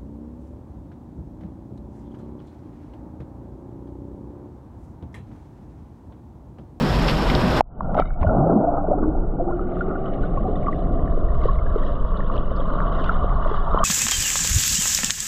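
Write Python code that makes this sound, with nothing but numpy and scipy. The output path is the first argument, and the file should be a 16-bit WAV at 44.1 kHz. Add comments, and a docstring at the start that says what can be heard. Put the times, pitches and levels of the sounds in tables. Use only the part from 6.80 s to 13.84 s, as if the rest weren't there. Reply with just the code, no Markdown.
"""Dipping into a cave river

A camera in a waterproof case follows a swimmer down a rushing cave river. The roar and spray are coloured
swarms of random bubble tones; they stop with a plop, one loud bubble, as the case dips under.
From then on three bubble swarms make a muffled churn, filtered noise a deep flow rumble, and damped sines
gulps and ringing bubbles. A resonance hums in a trapped air pocket; noise puffs and pings tick on the case.
"""
import sys
import numpy as np
from scipy import signal
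from scipy.fft import rfft, irfft
from scipy.io import wavfile
from scipy.ndimage import uniform_filter1d

SR = 44100
rng = np.random.default_rng(int(sys.argv[2]) if len(sys.argv) > 2 else 0)


def put_to_file(sound):
    """Save the sound as 16-bit audio at rate SR, in the file named by the first command-line argument."""
    columns = np.atleast_2d(sound).T  # one column per channel
    safe = np.clip(columns, -1, 1)
    whole_steps = np.round(safe * 32767)
    wavfile.write(sys.argv[1], SR, whole_steps.astype(np.int16))


N = 310464
TIME = np.arange(N) / SR
UNDER_S = 0.809  # the water closes over the microphone


def from_db(db):
    """Level law: an amplitude gain is 10 to the power of dB / 20."""
    return 10 ** (np.asarray(db) / 20)


def unit(x):
    """Normalisation: scales a signal to an rms of 1."""
    return x / np.sqrt(np.mean(x ** 2) + 1e-20)


def curve(rows, t=TIME):
    """Linear interpolation: the columns of a control table at the times t."""
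    s, *columns = np.transpose(rows)
    return [np.interp(t, s, column) for column in columns]


def swells(rows, clearing, t=TIME):
    """Triangular envelopes: dB over time for each level column, zero at the ends of each swell."""
    total_db = 0
    for s, rise_s, *db in rows:
        shape = np.interp(t, [s - rise_s, s, s + rise_s * clearing], [0, 1, 0])
        total_db = total_db + np.outer(db, shape)
    return total_db


def hump(hz, centre_hz, width):
    """Gaussian bell over frequency, 1 at its centre; the width is a share of the centre."""
    return np.exp(-((hz / centre_hz - 1) / width) ** 2)


def add(mix, s, sound):
    """Superposition: mixes a sound in at s seconds."""
    part = mix[max(round(s * SR), 0):][:len(sound)]
    part += sound[:len(part)]


def coloured(x, points):
    """Linear filtering: a spectral gain drawn through (Hz, dB) points, then an rms of 1."""
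    hz, db = np.transpose(points)
    log_hz = np.log1p(np.fft.rfftfreq(N, 1 / SR))
    gain = from_db(np.interp(log_hz, np.log1p(hz), db))
    return unit(irfft(rfft(x) * gain, N))


def reshaped(x, field, size=1024):
    """Time-varying filtering: a gain field(s, Hz) in dB on the short-time spectra of x."""
    overlap = size * 3 // 4
    hz, t, spectra = signal.stft(x, SR, nperseg=size, noverlap=overlap)
    shaped = spectra * from_db(field(t, hz[:, None]))
    return signal.istft(shaped, SR, nperseg=size, noverlap=overlap)[1][:N]


def steadied(x, size):
    """Power levelling: dividing by the running rms takes the slow swells out of a noise."""
    power = uniform_filter1d(uniform_filter1d(x ** 2, size), size)
    return x / np.sqrt(abs(power) + 1e-9)


def dulled(x, hz):
    """Low-pass filtering: a fourth-order roll-off above hz."""
    return signal.sosfilt(signal.butter(4, min(hz, SR / 2 - 1), fs=SR, output="sos"), x)


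def bubble(hz, swell_s, rise=0.008, softness=1):
    """Damped bubble resonance: swells, rings and dies while its pitch creeps up by rise per swell time."""
    u = np.arange(int(12 * swell_s * SR) + 2) / (swell_s * SR)  # time in swell times
    envelope = (u * np.exp(1 - u)) ** softness  # softness under 1: starts faster, rings longer
    cycles = hz * swell_s * u * (1 + rise * (u / 2 - 1))
    return envelope * np.sin(2 * np.pi * cycles)


def swarm(lo_hz, hi_hz, per_s, spread_db, cycles, blur_db, bunching, count=26):
    """Random superposition: bubbles of random pitch and size, born in bunches, over a wash of noise."""
    # the birth rate surges some 10 to 30 times a second
    surge = coloured(rng.standard_normal(N), [(3, -20), (10, 0), (30, -2), (90, -40), (300, -100)])
    crowd = np.exp(bunching * surge - bunching ** 2 / 2)
    size = from_db(spread_db * np.minimum(rng.standard_exponential(N), 3.5))
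    born = rng.random(N) < crowd * per_s / SR
    births = size * rng.choice([-1, 1], N) * born
    pitch_index = rng.integers(0, count, N)
    out = np.zeros(N)
    for k, hz in enumerate(np.geomspace(lo_hz, hi_hz, count)):
        tone = bubble(hz, swell_s=cycles / hz)
        ringing = signal.oaconvolve(births * (pitch_index == k), tone)[:N]
        out += unit(ringing) * np.sqrt(hz)  # equal power in every hertz
    # the bubbles further off
    wash = from_db(blur_db) * np.sqrt(crowd) * rng.standard_normal(N)
    return unit(out) * np.sqrt(2 * (hi_hz - lo_hz) / SR) + wash


def snaps(rows):
    """Impulsive excitation: small impacts as band-passed puffs of noise that die at once."""
    out, t = np.zeros(N), np.arange(2048) / SR
    for s, db, hz, decay_s, width in rows:
        edges_hz = [hz / (1 + width), min(hz * (1 + width), SR / 2 - 1)]
        band = signal.butter(2, edges_hz, "band", fs=SR, output="sos")
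        puff = signal.sosfilt(band, rng.standard_normal(len(t)) * np.exp(-t / decay_s))
        add(out, s, from_db(db) * puff / abs(puff).max())
    return out


# Waves heaving against the case in the air. Each row: time of the peak in seconds, time to build in
# seconds, change of the rumble in dB, change of the slosh in dB.
WAVES = [(.05, 0.083, -16, 9), (.2, 0.069, 0, 5), (.33, .04, 6, 1), (.43, 0.062, 0, -0.5),
         (.54, 0.11, 6, 3.5), (.66, 0.055, -14, 7), (.75, 0.086, -8, -4.5)]


def heave(t, hz):
    """Spectral modulation: each wave lifts or lowers the rumble and the low slosh of the roar, in dB."""
    rumble_db, slosh_db = swells(WAVES, 0.73, t)
    return rumble_db * hump(hz, 35, 0.8) + slosh_db * hump(hz, 200, 0.4)


# River in the open air. Each row: time in seconds, roar level in dB, spray level in dB.
RIVER = [(0.0, -19.5, -34.5), (0.27, -18, -33), (0.28, -18.5, -30.5), (0.346, -20, -34),
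         (0.694, -18, -34.5), (0.78, -16.5, -31.5)]
# Colour of the roar. Each row: frequency in Hz, relative gain in dB.
RIVER_COLOUR = [(10, -9.5), (22, -0.5), (55, 4), (88, -11.5), (120, -3), (155, -3), (190, -8), (225, -7),
                (300, -10), (480, -11.5), (850, -15), (1400, -20), (2100, -31), (5000, -49), (7000, -92)]
# Colour of the spray through the wet microphone cover. Each row: frequency in Hz, relative gain in dB.
SPRAY_COLOUR = [(700, -26.5), (1500, 3.5), (2100, -0.5), (3300, 0), (4500, -4), (5350, -1.5), (6000, -16.5),
                (7200, -15.5), (9900, -25), (12200, -19), (14000, -33), (15500, -33.5)]
# Drops hitting the case in the air. Each row: start in seconds, peak level in dB before dulling, pitch in Hz,
# decay time in seconds, width (the band runs from the pitch divided by 1 + width to the pitch times it).
DROPS = [(.281, -15, 2300, 0.011, 1.1), (.296, -16.5, 3800, .006, 0.41), (.499, -13, 2490, 0.0045, 0.38),
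         (.5505, -14, 3680, .0018, 0.33)]


def river():
    """Broadband flow noise: roar filling the cave, spray and drops, shut off as the microphone goes under."""
    roar = swarm(155.1, 3054, per_s=2500, spread_db=1.33, cycles=2.75, blur_db=2.9, bunching=0.028, count=14)
    roar = steadied(coloured(roar, RIVER_COLOUR), size=3000)
    spray = swarm(1660, 13000, per_s=3800, spread_db=0.98, cycles=1.0, blur_db=-1, bunching=0.14, count=10)
    spray = coloured(spray, SPRAY_COLOUR)
    roar_db, spray_db = curve(RIVER)
    drops = dulled(dulled(snaps(DROPS), 5600), 5600)
    in_air = np.clip((UNDER_S - TIME) / 0.015, 0, 1)
    return in_air * (from_db(roar_db) * reshaped(roar, heave, size=2048) + from_db(spray_db) * spray + drops)


CASE_HZ = 1750  # above this the case lets little of a bubble's onset through
# Single bubbles, from the plop and short gulps to ringing blips. Each row: start in seconds, peak level in dB
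# before the case dulls it, pitch in Hz, swell time in seconds.
BUBBLES = [ (0.807, 1.5, 775, 0.00072), (1.007, -14, 1040, 0.00083), (1.144, -22.5, 1290, .0015),
           (1.151, -15.5, 764, 0.0015), (1.166, -17.5, 700, 0.002), (1.177, -11.5, 640, 0.0017),
           (1.187, -16.5, 1314, 0.003), (1.1975, -2.5, 650, 0.00074), (1.203, -19.5, 740, 0.0031),
           (1.221, -19.5, 1310, 0.0018), (1.255, -31, 1270, 0.0011), (1.305, -31.5, 1400, 0.001),
           (1.357, -30.5, 685, 0.0039), (1.413, -13, 62, 0.0072), (1.429, -19.5, 1045, 0.0015),
           (1.446, -14, 623, 0.0028), (1.463, -11.5, 86, 0.0071), (1.467, -25.5, 1426, 0.0042),
           (1.493, -24, 1383, 0.0026), (1.5, -20.5, 622, 0.0055), (1.533, -17, 603, 0.002),
           (1.567, -16.5, 750, 0.0018), (1.66, -16, 554, 0.0053), (1.688, -18, 182.3, 0.013),
           (1.752, -11.5, 212, 0.01), (1.8014, -14.5, 557, 0.001), (1.802, -15.5, 265, 0.0049),
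           (1.825, -14.5, 309, 0.0046), (1.84, -17.5, 650, 0.0063), (1.870, -15, 692, 0.009),
           (1.972, -25.5, 1243, 0.0035), (1.975, -22, 777, 0.0091), (2.085, -12.5, 397, 0.0013),
           (2.113, -12.5, 586, 0.0034), (2.128, -18, 743, 0.0056), (2.183, -19, 592, 0.0009),
           (2.185, -30, 1280, 0.0023), (2.238, -30, 1010, 0.0007), (2.597, -20.5, 686, 0.0055),
           (2.604, -21, 511, 0.0069), (2.684, -22.5, 778, 0.0037), (2.708, -26, 1045, 0.0019),
           (2.722, -31.5, 1380, 0.0043), (2.793, -25, 1263, 0.0021), (2.968, -29, 1270, 0.0014),
           (3.008, -19, 1410, 0.003), (3.081, -21.5, 414, 0.0038), (3.109, -26, 1310, 0.0032),
           (3.155, -27, 1410, 0.003), (3.433, -30.5, 1460, 0.0038), (3.573, -21.5, 1083, 0.0037),
           (3.652, -20.5, 736, 0.0051), (3.682, -19.5, 426, 0.0051), (3.868, -19, 1180, 0.0021),
           (3.882, -14.5, 1128, 0.0035), (3.754, -44, 1910, 0.0025), (3.928, -31, 1940, 0.0014),
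           (4.277, -35, 1750, 0.0011), (4.32, -24.5, 1143, 0.0015), (4.788, -41, 2120, .0018),
           (4.375, -17.5, 430, .0015), (4.485, -42, 1850, 0.0022), (4.694, -38, 1700, 0.0018),
           (4.638, -25, 1130, 0.0013), (4.6548, -12.5, 467, 0.0017), (4.684, -17.5, 1095, 0.0043),
           (4.863, -36.5, 1630, 0.003), (4.902, -41, 1640, 0.0018), (4.615, -43, 2080, 0.0018),
           (5.033, -38.5, 1870, 0.0021), (4.953, -27.5, 1290, 0.002), (4.959, -12.5, 435, 0.0022),
           (5.318, -24, 1070, 0.0017), (5.404, -31, 1770, 0.0014), (5.4988, -18, 1130, 0.0015),
           (5.561, -26, 446, 0.0024), (5.7155, -18, 580, 0.0013), (5.796, -20, 549, 0.0026),
           (6.003, -16.5, 1350, 0.00044), (6.212, -17, 327, 0.0011), (6.287, -23, 650, 0.0021),
           (6.2932, -10, 1360, 0.0017), (6.4430, -12.5, 530, 0.00092), (6.6245, -25, 1220, .0008),
           (6.6487, -17.5, 1160, 0.00086), (6.658, -15.5, 613, 0.0021), (6.7125, -16.5, 424, 0.0025),
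           (6.742, -18, 1170, 0.0019), (6.868, -24.5, 933, 0.0052), (6.9454, -7.5, 525, 0.00057),
           (6.9742, -11, 1100, 0.00091), (6.981, -17, 1084, 0.0022), (6.987, -29.5, 3080, 0.0018),
           (7.003, -18, 657, 0.0034), (7.032, -10, 1192, 0.0023)]


def near_bubbles():
    """Bubble resonance: bubbles break loose right at the case, whose wall rounds off their onset."""
    out = np.zeros(N)
    for s, db, hz, swell_s in BUBBLES:
        edge_hz = max(CASE_HZ, 1.6 * hz)
        tone = bubble(hz, swell_s, rise=0.0039, softness=0.84)
        add(out, s, from_db(db) * dulled(dulled(tone, edge_hz), edge_hz))
    return out


# Dip from the surface echo. Each row: time in seconds, centre in Hz, depth in dB (negative is a bump).
SURFACE_DIP = [(.9, 1152, 11.5), (2.3, 1142, 9.5), (3.0, 1034, 11.5), (3.8, 900, 8.5), (4.5, 818, 14.5),
               (5.2, 768, 18), (6.0, 770, 11.5), (6.5, 866, -2), (7.04, 816, 1)]
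# Balance of the big bubbles. Each row: time in seconds, change of the booming ones in dB, of the glugging
# ones in dB.
GLUG = [(1.0, 4, -4), (1.52, -2, -2), (1.66, -3.5, 2.5), (1.79, -4.5, 2.5), (1.9, -9.5, -8.5),
        (2.0, -6, -9), (2.1, -7.5, -1), (2.2, -5, 6.5), (2.4, -0.5, 5.5), (3.3, -2, 1.5), (4.2, 1.5, 0.5),
        (4.7, -7.5, -7.5), (6.0, -1, -5.5), (7.0, -2.5, -6.5)]


def churn_drift(t, hz):
    """Interference: the surface echo cancels a moving band; the big bubbles' balance drifts too, in dB."""
    dip_hz, depth_db = curve(SURFACE_DIP, t)
    boom_db, glug_db = curve(GLUG, t)
    big_db = boom_db * hump(hz, 140, 0.82) + glug_db * hump(hz, 350, 0.43)
    return big_db - depth_db * hump(hz, dip_hz, 0.12)


# Clouds of bubbles sweeping over the case. Each row: time at the thickest in seconds, time to gather in
# seconds, change of the churn in dB, of the seething in dB, of the fizz in dB.
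CLOUDS = [(1.194, 0.054, 9, 17.5, 30.5), (1.425, 0.051, 6, 2.5, 16), (1.595, 0.064, 3.5, 7, -0.5),
          (1.71, 0.042, 3, 8, -1.5), (1.96, 0.083, 2, 5, 0), (2.11, 0.042, 5.5, -2, -3.5),
          (2.24, 0.029, 3.5, 14.5, -4), (2.59, 0.063, 4, -2, -6), (2.695, 0.065, 4, 4, -5),
          (2.97, 0.11, 3, -1.5, 3.5), (3.11, 0.081, 3, 6, -5), (3.28, 0.036, 3.5, 8, 5),
          (3.335, 0.044, -0.5, -6, 9), (3.45, 0.067, 1, -1, 8), (3.88, 0.15, -1.5, 2, 3.5),
          (3.99, 0.095, -1, -3, 5.5), (4.665, 0.12, 2.5, 0, 10.5), (5.06, 0.18, 3.5, 0, 9.5),
          (5.38, 0.079, 4, 4.5, 3), (5.56, 0.084, 6.5, 4, 7), (5.78, 0.024, 0, 6, 1),
          (6.25, 0.21, 0, -2, 8.5), (6.75, 0.15, 0.5, 1, 9), (6.99, 0.14, 7, 11, 6.5)]
CLOUD_CLEARING = 0.82  # time to clear, as a share of the time to gather
CLOUD_BRIGHT = 0.26  # share of a cloud's fizz change that the top treble gains on top
# Hollow in the fizz. 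Each row: time in seconds, centre in Hz, depth in dB (negative is a bump).
FIZZ_DIP = [(1.0, 2694, -0.5), (2.8, 2610, 0.5), (3.6, 2440, 4.5), (4.6, 2430, 14), (5.6, 2250, 17.5),
            (6.3, 2430, 13.5), (7.0, 2440, 20)]
# Tilt of the fizz. Each row: time in seconds, tilt in dB per octave.
FIZZ_TILT = [(1.2, -3.5), (2.8, -3.5), (3.7, 1), (7.0, -2.5)]


def fizz_drift(t, hz):
    """Time-varying spectrum: the fizz's hollow, its tilt, and its treble change inside a cloud, in dB."""
    dip_hz, depth_db = curve(FIZZ_DIP, t)
    tilt_db = curve(FIZZ_TILT, t)[0] * np.log2(np.maximum(hz, 1500) / 2900)
    cloud_db = swells(CLOUDS, CLOUD_CLEARING, t)[2]
    return tilt_db + CLOUD_BRIGHT * cloud_db * hump(hz, 7000, 0.4) - depth_db * hump(hz, dip_hz, 0.18)


# Under water. Each row: time in seconds, churn of large air pockets in dB, seething of small bubbles in dB,
# fizz on the case in dB; clouds and drifts add to these.
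WATER = [(0.86, -55, -63, -99.5), (0.97, -39.5, -51, -82), (1.04, -30, -39.5, -79), (1.13, -26, -36, -70.5),
         (1.35, -40, -47, -77), (1.5, -19.5, -32.5, -69), (1.75, -18.5, -35, -79.5), (2.0, -21.5, -37, -86),
         (2.5, -32, -44.5, -74.5), (3.0, -29.5, -39.5, -62.5), (3.7, -25.5, -43.5, -60),
         (4.2, -26, -42.5, -59.5), (4.85, -26.5, -38.5, -57), (5.7, -27.5, -39.5, -53.5),
         (6.0, -24, -29.5, -50), (7.04, -31.5, -34, -52)]
# Colours of the three sizes. Each row: frequency in Hz, relative gain in dB.
CHURN_COLOUR = [(20, -23), (70, 3), (120, 1), (180, 5.5), (220, 0.5), (320, -2), (430, -6), (560, -5),
                (685, -1), (790, -7), (930, -15), (1200, -12.5), (1700, -68.5), (3000, -84.5), (6000, -110)]
SEETHE_COLOUR = [(400, -44), (800, -13.5), (1000, -4.5), (1140, 4), (1280, -4.5), (1430, -7.5),
                 (1560, -20.5), (1750, -41), (2300, -46), (5000, -72)]
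FIZZ_COLOUR = [(900, -18), (1500, 2), (1950, 2), (2250, -1.5), (2550, -9), (2930, 3), (3200, -5.5),
               (3750, -7.5), (4200, -19), (4600, -25), (5100, -27), (6500, -32.5), (12000, -70.5)]


def churn():
    """Pitch falls with bubble size: glugging, seething and fizzing swarms, whose levels shift with each cloud."""
    churn_db, seethe_db, fizz_db = np.array(curve(WATER)) + swells(CLOUDS, CLOUD_CLEARING)
    large = swarm(128.0, 896, per_s=800, spread_db=1.0, cycles=1.29, blur_db=-2, bunching=0.049)
    large = steadied(coloured(large, CHURN_COLOUR), size=1400)
    small = swarm(850, 1593, per_s=450, spread_db=2.6, cycles=4.7, blur_db=-1.9, bunching=0.32, count=18)
    small = steadied(coloured(small, SEETHE_COLOUR), size=2400)
    fizz = swarm(1500, 5500, per_s=1250, spread_db=3.4, cycles=6.5, blur_db=-5, bunching=0.33, count=32)
    fizz = steadied(coloured(fizz, FIZZ_COLOUR), size=3500)
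    muffled = from_db(churn_db) * large + from_db(seethe_db) * small
    return reshaped(muffled, churn_drift) + reshaped(from_db(fizz_db) * fizz, fizz_drift, size=512)


# Flow buffeting the case. Each row: time in seconds, level in dB.
FLOW = [(0.83, -40.5), (0.94, -41.5), (1.05, -25), (1.45, -21), (1.7, -29.5), (1.79, -43), (1.88, -25.5),
        (2.4, -18.5), (2.6, -23.5), (3.27, -27), (3.4, -20.5), (3.9, -23.5), (4.15, -20), (4.5, -16),
        (5.5, -18.5), (5.65, -18.5), (6.27, -18.5), (6.4, -16), (7.04, -17.5)]
# Colour of the flow. Each row: frequency in Hz, relative gain in dB.
FLOW_COLOUR = [(5, -13.5), (18, 3), (29, -1), (42, -7), (60, -11), (90, -19.5), (140, -23), (400, -84.5)]
# Upper bass of the flow. Each row: time in seconds, change in dB.
FLOW_THUD = [(1.5, 4.5), (2.4, -1.5), (3.9, 5), (5.2, -1), (7.0, -4.5)]


def thud_drift(t, hz):
    """Spectral modulation: the upper bass of the flow rises and falls, in dB."""
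    return curve(FLOW_THUD, t)[0] * hump(hz, 100, 0.54)


def flow():
    """Turbulent pressure: eddies shed by the moving case press on it slowly, as low-frequency noise."""
    eddies = steadied(coloured(rng.standard_normal(N), FLOW_COLOUR), size=4000)
    eddies = reshaped(eddies, thud_drift, size=4096)
    return from_db(curve(FLOW)[0]) * dulled(eddies, 2000)


# Trapped air pocket, humming higher as it shrinks. Each row: time in seconds, pitch in Hz, level in dB.
POCKET = [(1.5, 90, -34), (1.56, 105, -24.5), (1.63, 152, -21.5), (1.7, 180, -22), (1.75, 290, -27),
          (1.85, 295, -32), (1.89, 288, -30), (2.1, 298, -37.5), (2.3, 310, -29.5), (2.55, 327, -40),
          (2.68, 345, -32), (2.83, 348, -34), (2.95, 370, -34), (3.27, 383, -37), (3.7, 410, -44)]
# The flow catching the pocket again. Each row: time at the strongest in seconds, time to build in seconds,
# extra level in dB.
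POCKET_SWELLS = [(2.19, 0.043, 3), (2.275, 0.057, 9), (2.68, 0.043, 6.5), (2.79, 0.12, 7)]
POCKET_STEADY = 0.6  # strength of the even tone against the wavering part


def air_pocket(width_hz=17):
    """Driven resonance: turbulence excites the air trapped on the case, an even tone with a wavering part."""
    hz, db = curve(POCKET)
    smooth = signal.butter(2, width_hz / 2, fs=SR, output="sos")
    wander = signal.sosfilt(smooth, rng.standard_normal(N) + 1j * rng.standard_normal(N))
    drive = POCKET_STEADY + wander / np.std(wander)
    carrier = np.exp(2j * np.pi * np.cumsum(hz) / SR)
    hum = steadied((drive * carrier).real, size=2500)
    onset = np.clip((TIME - POCKET[0][0]) / 0.038, 0, 1)
    return from_db(db + swells(POCKET_SWELLS, clearing=0.88)[0]) * hum * onset


BLIPS_PER_S, BLIP_LOW_HZ, BLIP_HIGH_HZ, BLIP_SWELL_S = 29, 1380, 1970, 0.00077
BLIP_DB, BLIP_SPREAD_DB = 12.5, 4.5  # level over the fizz table, random spread either way
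BLIP_TOP_DB = -44  # ceiling on the level before the spread, however thick the fizz


def stray_blips():
    """Poisson-like arrivals: at random moments a small bubble rings out of the fizz."""
    out, fizz_db = np.zeros(N), curve(WATER)[2]
    births = np.flatnonzero(rng.random(N) < BLIPS_PER_S / SR)
    for at, (pitch, size) in zip(births, rng.random((len(births), 2))):
        hz = BLIP_LOW_HZ * (BLIP_HIGH_HZ / BLIP_LOW_HZ) ** pitch
        db = min(fizz_db[at] + BLIP_DB, BLIP_TOP_DB) + BLIP_SPREAD_DB * (2 * size - 1)
        add(out, at / SR, from_db(db) * dulled(bubble(hz, BLIP_SWELL_S), hz + 800))
    return out


# Air escaping from the case. Each row: start in seconds, level in dB, pitch of the chirp in Hz.
RINGS = [(1.166, -44, 2130), (1.185, -37, 2150), (1.2, -35, 2280), (1.214, -43, 2030), (1.253, -44, 2090),
         (1.272, -48, 2230), (1.297, -51, 2210), (1.335, -52.5, 2240)]
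# Modes of the case. Each row: frequency in Hz, level against the chirp in dB, decay time in seconds.
CASE_MODES = [(2950, -9, 0.007), (3720, -6.5, .007)]
RING_ATTACK_S, CHIRP_DECAY_S = 0.003, 0.013
# a chirp below the threshold (dB) stirs the modes less: they lose so many dB for each dB below it
RING_THRESHOLD_DB, RING_FALLOFF = -48, 4


def case_rings():
    """Modal excitation: thin chirps of even pitch from escaping air; the stronger ones also ring the case."""
    out, t = np.zeros(N), np.arange(SR // 5) / SR
    for s, db, chirp_hz in RINGS:
        stir_db = RING_FALLOFF * min(db - RING_THRESHOLD_DB, 0)
        partials = [(chirp_hz, 0, CHIRP_DECAY_S)]
        partials += [(hz, mode_db + stir_db, decay_s) for hz, mode_db, decay_s in CASE_MODES]
        ring = np.zeros(len(t))
        for hz, part_db, decay_s in partials:
            ring += from_db(part_db) * np.exp(-t / decay_s) * np.sin(2 * np.pi * (hz * t + rng.random()))
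        add(out, s, from_db(db) * np.minimum(t / RING_ATTACK_S, 1) * ring)
    return out


# Tiny bubbles bursting on the case. Each row: start in seconds, peak level in dB before dulling, pitch in Hz,
# decay time in seconds, width (the band runs from the pitch divided by 1 + width to the pitch times it).
POPS = [(1.031, -55, 3460, 0.00091, 0.45), (1.146, -37, 2380, 0.0022, 0.35),
        (1.176, -42, 2500, 0.0014, 0.44), (1.1985, -28.5, 2280, 0.0013, 0.48),
        (1.414, -40, 2100, 0.0043, 0.36), (1.429, -33, 1950, 0.0042, 0.18), (1.478, -51, 2700, 0.0011, .45),
        (2.92, -45, 1900, .002, 0.22), (2.988, -44, 1950, .002, .2), (3.009, -46, 2200, 0.0038, .4),
        (3.088, -48, 2050, 0.0049, .2), (3.257, -43, 3000, 0.0044, .06), (3.573, -44, 2000, .002, 0.22),
        (3.756, -44.5, 3500, 0.006, 0.046), (3.828, -42, 1990, 0.0031, .15),
        (3.862, -38, 2000, 0.006, 0.11), (4.637, -42.5, 3210, 0.0018, 0.24),
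        (4.731, -50, 3820, .003, 0.065), (5.371, -41.5, 3540, 0.003, 0.049),
        (5.565, -39, 2900, 0.0026, 0.16), (5.578, -34.5, 3100, 0.0025, 0.089),
        (5.762, -49, 4500, 0.008, .1), (5.802, -39, 3140, .0024, 0.054), (6.241, -31, 3000, 0.004, 0.13)]


def pops():
    """Impulsive bursts with absorption: tiny bubbles tick on the case; water and case dull the treble."""
    return dulled(snaps(POPS), 6400)


def hiss():
    """White noise: the microphone's own faint noise, at an rms of -106 dB."""
    return from_db(-106) * rng.standard_normal(N)


def scene():
    """Superposition: open air, then under water, over a faint hiss."""
    submerged = np.clip((TIME - UNDER_S) / 0.005, 0, 1)
    water = churn() + flow() + air_pocket() + stray_blips() + case_rings() + pops()
    return (river() + near_bubbles() + submerged * dulled(water, 12000) + hiss())[None]


def record(dry):
    """Clipping and band limiting: the plop just overloads the recorder, which then cuts above 15.5 kHz."""
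    clipped = np.clip(dry, -0.81, 0.81)
    low_pass = signal.firwin(511, 15500, window=("kaiser", 9), fs=SR)
    return signal.oaconvolve(clipped, low_pass[None], "same")


dry = scene()
out = record(dry)
put_to_file(out)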